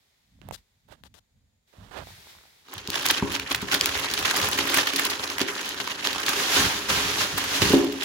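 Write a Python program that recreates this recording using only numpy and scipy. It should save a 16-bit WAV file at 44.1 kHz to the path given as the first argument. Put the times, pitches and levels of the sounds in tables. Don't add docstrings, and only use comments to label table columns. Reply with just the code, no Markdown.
import sys
import numpy as np
from scipy import signal
from scipy.io import wavfile
from scipy.ndimage import uniform_filter1d

SR = 44100
rng = np.random.default_rng(int(sys.argv[2]) if len(sys.argv) > 2 else 0)


def how_loud(loudness_db):
    steps = np.asarray(loudness_db, float) / 20
    return 10 ** steps


def master(y):
    cut = np.clip(np.atleast_2d(y).T, -1, 1)
    pcm = np.round(cut * 32767)
    wavfile.write(sys.argv[1], SR, pcm.astype(np.int16))


N = 354563
T = np.arange(N) / SR

# [f/Hz, density/dB per Hz]
AIR_SPECTRUM = [(88, -34), (150, -5), (249, -11), (439, 0), (774, -6), (1980, -18), (5460, -37),
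                (6770, -4.5), (16000, -60)]
AIR_DB = -82.5
# [f/Hz, t60/s]
ROOM_DECAY = [(200, 0.13), (1000, 0.59), (4000, 0.12), (12000, 0.12)]
# [f/Hz, left-right level/dB]
PORT_SHADE = [(60, -29), (180, 18.5), (550, -0.5), (1650, -4.5), (4970, -0.5), (15000, 0.5)]

# [peak t/s, level/dB, time to rise 10 dB/s, time to fall 10 dB/s]
SLEEVE_SWEEPS = [
    (0.0, -80.5, .1, 1.5),
    (0.58, -69, -0.21, -0.59),
    (1.68, -78, -0.25, 3.5),
    (2.08, -60.5, 0.09, 0.43),
    (2.3, -61.5, 0.06, 0.07),
]
# [f/Hz, density/dB per Hz]
CLOTH_SPECTRUM = [(120, -45), (200, 3), (399, 12), (496, 8), (841, 10.5), (1140, 4), (1900, -1.5),
                  (2840, -14), (3660, -9.5), (8450, -21), (15400, -22)]
SLEEVE_LOW_DB, SLEEVE_END_S = -0.5, 2.75

# [peak t/s, level/dB, time to rise 10 dB/s, time to fall 10 dB/s]
GRIP_JOLTS = [(0.0, -76, .1, 1), (0.51, -42.5, 0.09, 0.04), (0.91, -56, -0.02, -0.1),
              (1.08, -53.5, 0.16, 0.08), (1.36, -65, 0.04, 0.3), (1.78, -49.5, -0.12, 0.35),
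              (2.0, -43, 0.05, 0.08), (2.36, -59.5, -0.1, 0.05), (2.76, -54, -0.03, 1.2),
              (2.89, -42.5, -0.03, -0.34), (3.227, -40, 0, 0.2), (3.52, -44.5, 0, 0.7),
              (4.41, -39.5, -0.13, 0.24), (5.43, -41, -0.04, -0.15), (6.6, -30.5, -0.22, 0.1),
              (6.9, -36, -0.34, 0.25), (7.33, -40.5, -0.26, 0.2), (7.63, -27.5, -0.23, 0.13),
              (7.76, -37, 0.14, -0.2)]
# [f/Hz, density/dB per Hz]
SWAY_SPECTRUM = [(15, -28), (25, 2), (59, 1), (97, 0), (124, -6), (220, -8.5), (290, -16), (480, -120)]
# [f/Hz, density/dB per Hz]
WORK_SPECTRUM = [(15, -16), (25, -19.5), (92, -4), (135, -10.5), (220, -10), (290, -64), (480, -120)]
SHAKE_DB, SHAKE_SLOPE, STILL_DB = -45, 0.86, -89

# [start t/s, length/s, peak level/dB, left-right level/dB, swell/dB]
FINGER_SLIPS = [
    (0.414, 0.13, -63.5, -39, 5),
    (0.523, 0.04, -53, 49, 10),
    (0.88, 0.082, -52, -27, 18),
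    (0.966, 0.044, -74, -16, 5),
    (1.039, 0.041, -59, 11, 8.5),
    (1.14, 0.053, -68.5, 19, -7),
    (1.727, 0.21, -59, -24, 8),
    (1.909, 0.13, -40.5, -49, 13.5),
]
# [f/Hz, density/dB per Hz]
SKIN_SPECTRUM = [(180, -26), (300, -2), (619, 0.5), (1510, -5), (1660, -3.5), (2310, -12.5), (3490, -11),
                 (5640, -18), (6760, -18.5), (15400, -27)]
SLIP_PEAK = 0.55
SLIP_TREBLE_DB, TREBLE_PER_PAN = -2.5, 0.24
# [t/s, peak level/dB, ring f/Hz, treble level/dB, left-right level/dB]
FINGER_TICKS = [(0.39, -60, 558, -13, -16), (0.4162, -38.5, 2900, -24, -25), (0.4178, -47, 300, -30, -20),
                (0.4878, -29.5, 700, -9, -22.5), (0.51, -24.5, 840, -30, -24), (0.5242, -34, 527, -8.5, 14),
                (0.888, -51, 786, -5, -29.5), (1.037, -34, 3500, -7, 27), (1.141, -45.5, 3000, -13, 21),
                (1.738, -48, 526, -12, -21), (2.0712, -37, 725, -27, -22), (2.088, -39, 791, -14, -21.5),
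                (2.105, -40.5, 830, -19, -20), (2.18, -48, 859, -12, -12), (2.271, -42, 890, -16, -6),
                (2.351, -46, 1030, -14, -17), (2.368, -47, 1100, -14, -16), (2.386, -45, 1500, -13, -14),
                (2.411, -48, 1200, -16, -12), (2.437, -47, 1280, -17, -16), (2.454, -49, 775, -20, -18)]

# [f/Hz, level/dB, t60/s]
BOX_MODES = [(193, -3, 0.011), (230, -25, 0.12), (277, 4, 0.19), (341, 2.5, 0.2), (407.4, 3, 0.18),
             (559.5, -3, 0.086), (825, 6, 0.0092)]
# [t/s, ring level/dB, freedom of the walls as a factor on t60, thud level/dB]
BOX_KNOCKS = [(2.884, -29.5, 0.67, -24), (3.2227, -17, 1.16, -10.5), (3.504, -27, 0.56, -34),
              (3.625, -28, 0.56, -21.5), (3.731, -26, 0.85, -30), (4.584, -22, 1.4, -36.5),
              (4.698, -23, 1.4, -33), (4.771, -25.5, 1.1, -28), (4.932, -24, 1.1, -38),
              (5.292, -32, 0.43, -40), (5.409, -16.5, 0.64, -24.5), (6.561, -20, 1, -36),
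              (7.617, -14, 0.84, -17), (7.701, -5.5, 0.21, -16), (7.733, -3, 0.82, -11),
              (7.762, -16, 0.98, -41), (7.778, -12, 0.62, -28), (7.839, -24, 1.1, -38),
              (7.926, -30, 0.92, -42)]
PUSH_DB, PUSH_SLOPE, PUSH_S = -39, 0.66, 0.017

# [peak t/s, effort level/dB, time to rise 10 dB/s, time to fall 10 dB/s]
HAND_TUGS = [(2.729, -44, 0.26, 0.35), (2.956, -25.5, 0.0262, 0.03), (3.005, -31, 0.08, 0.23),
             (3.059, -28, 0, 0.09), (3.103, -25.5, 0, 0.03), (3.181, -32, 0.1, -0.07),
             (3.349, -27.0, 0.05, -0.04), (3.514, -28, 0, -0.07), (3.729, -21, 0.0162, 0.04),
             (3.871, -28, 0.08, -0.2), (4.0, -31.5, 0.57, -1.2), (4.05, -30.5, 0.27, 0.021),
             (4.14, -32, 0.16, 0.1), (4.186, -28, 0.08, 0.15), (4.259, -24.0, -0.03, 0.04),
             (4.305, -25.5, -0.02, 0.045), (4.365, -24, -0.02, 0.16), (4.447, -23.5, -0.05, 0.06),
             (4.545, -26, 0.03, 0.023), (4.587, -26, -0.1, 0.1), (4.78, -20.0, 0.0852, 0.07),
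             (4.877, -29.5, -0.11, 0.09), (5.005, -24.5, 0.06, 0.07), (5.062, -28, -0.2, -0.07),
             (5.1, -28.0, -0.17, 0.09), (5.196, -32.5, -1.1, 0.2), (5.244, -35.5, -0.02, 0.1),
             (5.304, -31, 0, 0.06), (5.413, -23, -0.03, 0.02), (5.481, -30.0, -0.02, 0.16),
             (5.621, -33, 0.12, 0.2), (5.677, -36, -0.04, 0.164), (5.804, -30, -0.09, 0.07),
             (5.877, -33.5, -0.07, 0), (5.912, -31, -0.02, -0.17), (6.062, -26.5, 0.03, 0.02),
             (6.127, -32.0, 0.22, 0.4), (6.29, -23, 0.0248, 0.07), (6.416, -25, 0.17, 0.076),
             (6.574, -18, 0.1147, 0.18), (6.894, -23, 0, 0.49), (7.22, -23, 0.08, 0.043),
             (7.381, -27, -0.12, 0.08), (7.563, -23.5, 0.1, 0.07), (7.622, -22, 0.01, 0.1),
             (7.724, -24, 0.17, 0.09), (8.016, -35, 0.14, 3)]
FULL_DB = -20
# [t/s, grain (1 crumpling, 0 one sheet sliding free)]
PAPER_GRAIN = [
    (2.64, 0.89),
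    (4.6, 0.64),
    (6.2, 0.9),
    (6.4, 0.32),
    (7.3, 0.35),
    (7.5, 0.24),
    (8.04, 0.64),
]
PAPER_START_S = PAPER_GRAIN[0][0]
# [f/Hz, density/dB per Hz]
PAPER_SPECTRUM = [(290, -56.5), (500, 0.5), (647, -4), (1150, -1.5), (1670, 0.5), (2010, -0.5), (3230, 2),
                  (6900, -7.5), (7960, -14.5), (10500, -11.5), (15400, -17)]
SHEEN_DB, SHEEN_SLOPE = -29, 1.226

# [t/s, peak level/dB, ring f/Hz, treble level/dB]
CREASE_CRACKS = [(2.6847, -36, 1180, -19), (2.7382, -30, 1100, -8), (2.8745, -17, 4600, -18),
                 (2.9025, -13, 3730, -12.5), (3.0632, -10.5, 3780, -9), (3.5254, -22, 3930, -5),
                 (3.8104, -3, 3540, -24), (3.8582, -5.5, 3170, -11), (3.976, -20, 2420, -9),
                 (4.299, -14.5, 2340, -21), (4.311, -12.5, 1440, -14), (5.0516, -12.5, 4500, -10),
                 (5.301, -15, 3860, -22), (5.32, -23, 3050, -25), (5.394, -14, 1860, -18),
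                 (5.5634, -22, 1220, -25), (5.6136, -21, 1860, -12), (5.691, -17, 4470, -12.5),
                 (6.072, -9, 3090, -24), (6.2923, -14, 2050, -10)]
# [t/s, peak level/dB, ring f/Hz, treble level/dB]
CREASE_SNAPS = [(2.7798, -23.5, 3250, -19), (3.0548, -19.5, 3740, -9.5), (3.0856, -10, 4850, -20),
                (3.1088, -6.5, 3180, -14.5), (3.396, -17, 2800, -17), (3.5004, -27, 1162, -12),
                (3.546, -9.5, 2240, -20), (3.616, -28, 1690, -9.5), (3.7422, -10.5, 3830, -11),
                (4.1003, -17, 3980, -25.5), (4.137, -8, 3800, -16.5), (4.175, -11, 2800, -35),
                (4.445, -17, 1160, -15), (4.513, -20, 6060, -10), (4.5304, -11, 3170, -20),
                (4.587, -8.5, 1900, -17), (4.773, -8, 1710, -14), (4.871, -10, 1840, -20),
                (4.9606, -9.5, 4190, -17), (4.994, -12.5, 1750, -11), (5.3815, -16, 1700, -16),
                (5.4145, -12, 3800, -17), (5.8, -13.5, 1670, -26.5), (5.8736, -18, 1230, -21.5),
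                (6.129, -17, 3440, -17.5), (6.263, -10, 4430, -15), (7.2157, -19.5, 1360, -22),
                (7.923, -22.5, 3450, -15)]
# [t/s, peak level/dB, ring f/Hz, treble level/dB]
FOLD_CRUNCHES = [(3.318, -24, 3430, -11), (3.7143, -11, 2340, -22), (3.9523, -17, 1670, -28),
                 (4.2492, -12, 1700, -23), (4.361, -11.5, 4600, -16), (4.67, -16, 1730, -13),
                 (4.7395, -9.5, 1720, -13.5), (5.0987, -16, 3980, -15), (5.481, -23.5, 2020, -24),
                 (5.6536, -25, 3430, -14), (6.0427, -16, 3380, -25), (6.3876, -15, 1580, -25),
                 (7.376, -19.5, 1170, -7), (7.618, -9.5, 3400, -24), (7.65, -13, 3300, -26),
                 (7.74, -13, 3270, -21.5), (7.765, -20, 3270, -22)]
# [t/s, peak level/dB, ring f/Hz, treble level/dB]
PLEAT_FLIPS = [(2.7097, -44, 1210, -25), (2.7312, -29, 1100, -22), (2.94, -21, 1700, -24),
               (2.954, -21, 4420, -24), (2.9952, -25, 1190, -22), (3.0226, -20.5, 3150, -13),
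               (3.3622, -15.5, 1640, -23), (3.4914, -31, 2060, -19), (3.5099, -24, 993, -17),
               (3.5164, -15, 1170, -24), (3.5584, -23, 2490, -15), (3.6436, -32, 930, -24),
               (3.7317, -14, 1210, -23), (3.8697, -24, 3170, -28), (3.8897, -23, 3210, -11),
               (3.9943, -17, 2500, -15), (4.044, -18, 1230, -22), (4.0582, -20, 3270, -30),
               (4.1124, -16.5, 3770, -17), (4.1902, -15, 3110, -17), (4.2258, -19, 1210, -17),
               (4.341, -17, 947, -15), (4.369, -20, 1390, -8), (4.3996, -15.5, 1610, -13),
               (4.4138, -15, 3400, -17), (4.4863, -19, 1000, -10), (4.576, -18, 1860, -13),
               (4.6974, -16, 1760, -13), (4.797, -23, 1870, -19), (4.8122, -21, 1700, -21),
               (4.9332, -15, 2200, -18), (5.066, -17.5, 4080, -15), (5.238, -13, 4000, -23),
               (5.2755, -20, 3770, -25), (5.7435, -23.5, 1410, -17), (5.784, -26, 1640, -24),
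               (5.841, -25, 1660, -16), (5.9044, -26, 1220, -19), (6.181, -17, 3330, -24),
               (6.2015, -20.5, 2880, -16), (6.223, -27.5, 1360, -21), (6.9002, -19, 1190, -13),
               (7.3834, -20, 1120, -23), (7.4402, -18, 1360, -13), (7.695, -20, 3240, -8),
               (7.7274, -13.5, 3240, -14), (7.7854, -32, 1220, -9), (7.8444, -29, 1020, -9),
               (8.01, -21, 3230, -22), (8.0324, -17.5, 3050, -14)]
CRACK_MS, SNAP_MS, CRUNCH_MS, PLEAT_MS = 0.76, 2.77, 7, 2.33


def evened(x):
    return x / np.sqrt(np.mean(x ** 2) + 1e-20)


def read(points, hz):
    f, value = np.transpose(points)
    return np.interp(np.log(hz + 1), np.log(f + 1), value)


def colour(x, points):
    gain_db = read(points, abs(np.fft.fftfreq(8192, 1 / SR)))
    log_gain = np.log(how_loud(np.maximum(gain_db, -100)))
    taps = np.fft.ifft(np.exp(np.conj(signal.hilbert(log_gain)))).real[:4096]
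    return signal.oaconvolve(x, taps[None], axes=1)[:, :N]


def split(x, hz):
    low = signal.sosfilt(signal.butter(4, hz, "low", fs=SR, output="sos"), x)
    high = signal.sosfilt(signal.butter(4, hz, "high", fs=SR, output="sos"), x)
    return low, high


def flutter(seconds):
    size = max(int(seconds * SR), 2)
    return evened(uniform_filter1d(uniform_filter1d(rng.standard_normal(N), size), size))


def swells(rows, floor_db):
    s, db, rise, fall = np.transpose(rows)[:, :, None]
    t = T[::64]
    before = (s - t) / np.maximum(rise, .012)
    after = (t - s) / np.maximum(fall, .02)
    drop = np.where(t < s, before, after)
    power = (how_loud(db - 10 * drop) ** 2).sum(0) + how_loud(floor_db) ** 2
    return np.interp(T, t, 10 * np.log10(power))


def panned(pan_db):
    sides = how_loud(np.multiply.outer([.5, -.5], np.clip(pan_db, -30, 30)))
    return 2 * sides / sides.sum(0)


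def add(mix, s, sound):
    part = mix[:, round(s * SR):][:, :sound.shape[1]]
    part += sound[:, :part.shape[1]]


def quiet_air():
    return how_loud(AIR_DB) * evened(colour(rng.standard_normal((2, N)), AIR_SPECTRUM))


def room(x):
    taps = np.zeros((2, SR // 2))
    slots = np.arange(160, SR // 2 - 20, 20)
    at = slots + rng.integers(0, 20, (2, len(slots)))
    np.put_along_axis(taps, at, rng.choice([-1., 1.], at.shape), 1)
    hz, t, z = signal.stft(taps, SR, nperseg=256)
    decay = how_loud(-60 * t / read(ROOM_DECAY, hz)[:, None])
    tail = signal.istft(z * decay, SR, nperseg=256)[1]
    return signal.fftconvolve(x, tail / np.linalg.norm(tail[0]), axes=1)[:, :N]


def shaded(x):
    low, high = split(x, 1010)
    both = high + 0.44 * low.mean(0) + 0.52 * low
    left = colour(both[:1], [(hz, db / 2) for hz, db in PORT_SHADE])
    right = colour(both[1:], [(hz, -db / 2) for hz, db in PORT_SHADE])
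    return np.vstack([left, right])


def sleeve():
    fade = np.clip((SLEEVE_END_S - T) / 0.018, 0, 1)
    fibres = rng.standard_normal((2, N)) * how_loud(0.27 * flutter(0.0083))
    low, high = split(colour(fibres, CLOTH_SPECTRUM), 2510)
    cloth = how_loud(10.5) * evened(high) + how_loud(SLEEVE_LOW_DB) * evened(low)
    return fade * how_loud(swells(SLEEVE_SWEEPS, floor_db=-100)) * cloth


def grip(effort_db):
    noise = rng.standard_normal((3, N)) * how_loud(2.6 * flutter(.02))
    lumps = noise[2] + .36 * noise[:2]
    work = np.clip(T - 1.9, 0, 1)
    rumble = work * evened(colour(lumps, WORK_SPECTRUM))
    rumble += (1 - work) * evened(colour(lumps, SWAY_SPECTRUM))
    pulling = np.clip((T - PAPER_START_S) / .1, 0, 1)
    shake = how_loud(SHAKE_DB + SHAKE_SLOPE * (effort_db - FULL_DB)) * pulling
    return np.hypot(how_loud(swells(GRIP_JOLTS, STILL_DB)), shake) * rumble * how_loud([[-.8], [.8]])


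def slips():
    drag = rng.standard_normal((2, N)) * how_loud(2.0 * flutter(0.0006))
    body, treble = split(colour(drag, SKIN_SPECTRUM), 3450)
    body, treble = evened(body), evened(treble)
    out = np.zeros((2, N))
    for start, length, peak_db, pan_db, swell_db in FINGER_SLIPS:
        from_peak = np.interp((T - start) / length, [0, SLIP_PEAK, 1], [1, 0, 1])
        level_db = peak_db - swell_db * from_peak
        onset, release = (T - start) / 0.0011, (start + length - T) / 0.006 + .6
        on = np.clip(np.minimum(onset, release), 0, 1)
        bright = how_loud(SLIP_TREBLE_DB + TREBLE_PER_PAN * pan_db)
        out += on * how_loud(level_db + 1.5) * panned(pan_db)[:, None] * (body + bright * treble)
    return out


def ticks(cycles=0.86, lag=3.5, crack=0.49):
    out, t = np.zeros((2, N)), np.arange(600) / SR
    for s, peak_db, hz, treble_db, pan_db in FINGER_TICKS:
        noise = rng.standard_normal((3, len(t)))
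        ring = np.sin(2 * np.pi * hz * t) * np.exp(-t * hz / cycles)
        ring += crack * uniform_filter1d(noise[2], 9) * np.exp(-t / 0.0022)
        hiss = evened(np.diff(noise[:2], 2, prepend=0, append=0))
        puff = 0.79 * how_loud(treble_db) * hiss * np.exp(-t / 0.001)
        sound = how_loud(peak_db + 1.5) * panned(pan_db)[:, None] * (ring + puff)
        sound[0] = np.roll(sound[0], round(lag * rng.uniform(-0.63, 1)))
        add(out, s, sound)
    return out


def box(push, held):
    t = np.arange(SR // 2) / SR
    ring = np.zeros(len(t))
    for k, (hz, db, t60) in enumerate(BOX_MODES):
        ring += (-1) ** k * how_loud(db - 60 * t / (held * t60)) * np.sin(2 * np.pi * hz * t)
    return split(signal.oaconvolve(push, ring)[:N], 124)[1]


def shaken(push):
    t = np.arange(SR // 3) / SR
    rattle = how_loud(-36.0) * rng.standard_normal(len(t)) * np.exp(-t / 0.094)
    return np.convolve(push, rattle + (t == 0))


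def knocks():
    out, push = np.zeros((1, N)), signal.windows.hann(30)
    t = np.arange(SR // 20) / SR
    thud = np.sin(2 * np.pi * 215 * t) * np.exp(-t / 0.0034)
    thud += 0.4 * np.sin(2 * np.pi * 950 * t) * np.exp(-t / 0.0034)
    for s, peak_db, freedom, thud_db in BOX_KNOCKS:
        add(out, s, how_loud(peak_db - 36.0) * box(shaken(push), np.clip(freedom, .2, 2))[None])
        add(out, s + 0.00196, how_loud(thud_db) * thud[None])
    return out[0]


def tiny_creases():
    size = how_loud(3.2 * np.minimum(rng.exponential(1, N), 4.5))
    size *= rng.random(N) < 1800 / SR
    place, t = rng.integers(0, 16, N), np.arange(300) / SR
    creases = np.zeros((2, N))
    for k, hz in enumerate(np.geomspace(800, 9000, 16)):
        shape = rng.standard_normal((3, len(t)))
        shape += 0.76 * np.sin(2 * np.pi * (hz * t + rng.random((3, 1))))
        shape *= np.exp(-t / 0.00093)
        heard = panned(rng.normal(0, 4.9))[:, None] * (.5 * shape[2] + 0.91 * shape[:2])
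        creases += signal.oaconvolve((size * (place == k))[None], heard, axes=1)[:, :N]
    return creases


def paper(effort_db):
    on = np.clip((T - PAPER_START_S) / 0.088, 0, 1)
    grain = np.clip(np.interp(T, *np.transpose(PAPER_GRAIN)), 0, 1)
    clump = how_loud(grain * (1.9 * flutter(.004) + .6 * flutter(.018)))
    creases = tiny_creases()
    slide = np.sqrt(1.4 - grain ** 2) * rng.standard_normal((2, N))
    sheet = colour(clump * (grain * evened(creases) + slide), PAPER_SPECTRUM)
    body, treble = split(sheet, 6470)

    lows = [0 * body] + [split(body, hz)[0] for hz in (1400, 2400, 4200)] + [body]
    folds = np.diff(lows, axis=0)
    body = sum(fold * how_loud(grain * 2.43 * flutter(0.0097)) for fold in folds)
    sheen_db = SHEEN_DB + SHEEN_SLOPE * (effort_db - FULL_DB)
    crackle = how_loud(effort_db - 1.0) * evened(body) + how_loud(sheen_db) * evened(treble)

    lazy_db = uniform_filter1d(effort_db, int(PUSH_S * SR) + 1) - FULL_DB
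    push = how_loud(PUSH_DB + PUSH_SLOPE * lazy_db) * on * clump * evened(creases.mean(0))
    return on * crackle, how_loud(-22.5) * box(push, held=0.27)


def snaps():
    out, t = np.zeros((2, N)), np.arange(2400) / SR
    kinds = [(CREASE_CRACKS, CRACK_MS, 1.6), (CREASE_SNAPS, SNAP_MS, .3),
             (FOLD_CRUNCHES, CRUNCH_MS, .3), (PLEAT_FLIPS, PLEAT_MS, .3)]
    for creases, run_ms, first in kinds:
        run = np.clip(run_ms, .6, 14) / 1000
        shape = (1 - np.exp(-t / (0.24 * run))) * np.exp(-t / run)
        shape += first * np.exp(-t / 0.00074)
        for s, peak_db, hz, treble_db in creases:
            unevenness = 6.54 * uniform_filter1d(rng.standard_normal(len(t)), 25)
            breaks = rng.standard_normal((5, len(t))) * how_loud(4.1 * unevenness) * shape
            r = np.exp(-np.pi * (400 + 0.5 * hz) / SR)
            poles = [1, -2 * r * np.cos(2 * np.pi * hz / SR), r * r]
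            tone = signal.lfilter([1, -1], poles, 0.41 * breaks[4] + breaks[:2])
            broad = uniform_filter1d(np.diff(breaks[2:4], prepend=0), 5, axis=1)
            body = tone / abs(tone).max() + .4 * broad / abs(broad).max()
            bright = split(breaks[2:4] * np.minimum(t / (0.61 * run), 1), 7400)[1]
            sound = split(body, 6830)[0] + 4.1 * how_loud(treble_db) * bright / abs(bright).max()
            add(out, s, how_loud(peak_db + 2.0) * panned(rng.normal(0, 0.68))[:, None] * sound)
    return out


def scene():
    effort_db = swells(HAND_TUGS, floor_db=-82)
    crackle, hum = paper(effort_db)
    near = crackle + snaps()
    hollow = (hum + knocks()) * how_loud([[-.4], [.4]])
    reflected = room(how_loud(-14.0) * near + how_loud(-11.0) * hollow)
    hand = slips() + ticks() + grip(effort_db)
    return shaded(near + reflected) + hollow + hand + sleeve() + quiet_air()


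def top_cut(x):
    return signal.sosfilt(signal.butter(12, 16990, fs=SR, output="sos"), x)


def record(dry):
    limited = split(1.399 * np.tanh(dry / 1.245), 45.5)[1]
    edge = signal.firwin(401, 15950, window=("kaiser", 7), fs=SR)
    return top_cut(signal.oaconvolve(limited, edge[None], "same"))


dry = scene()
out = record(dry)
master(out)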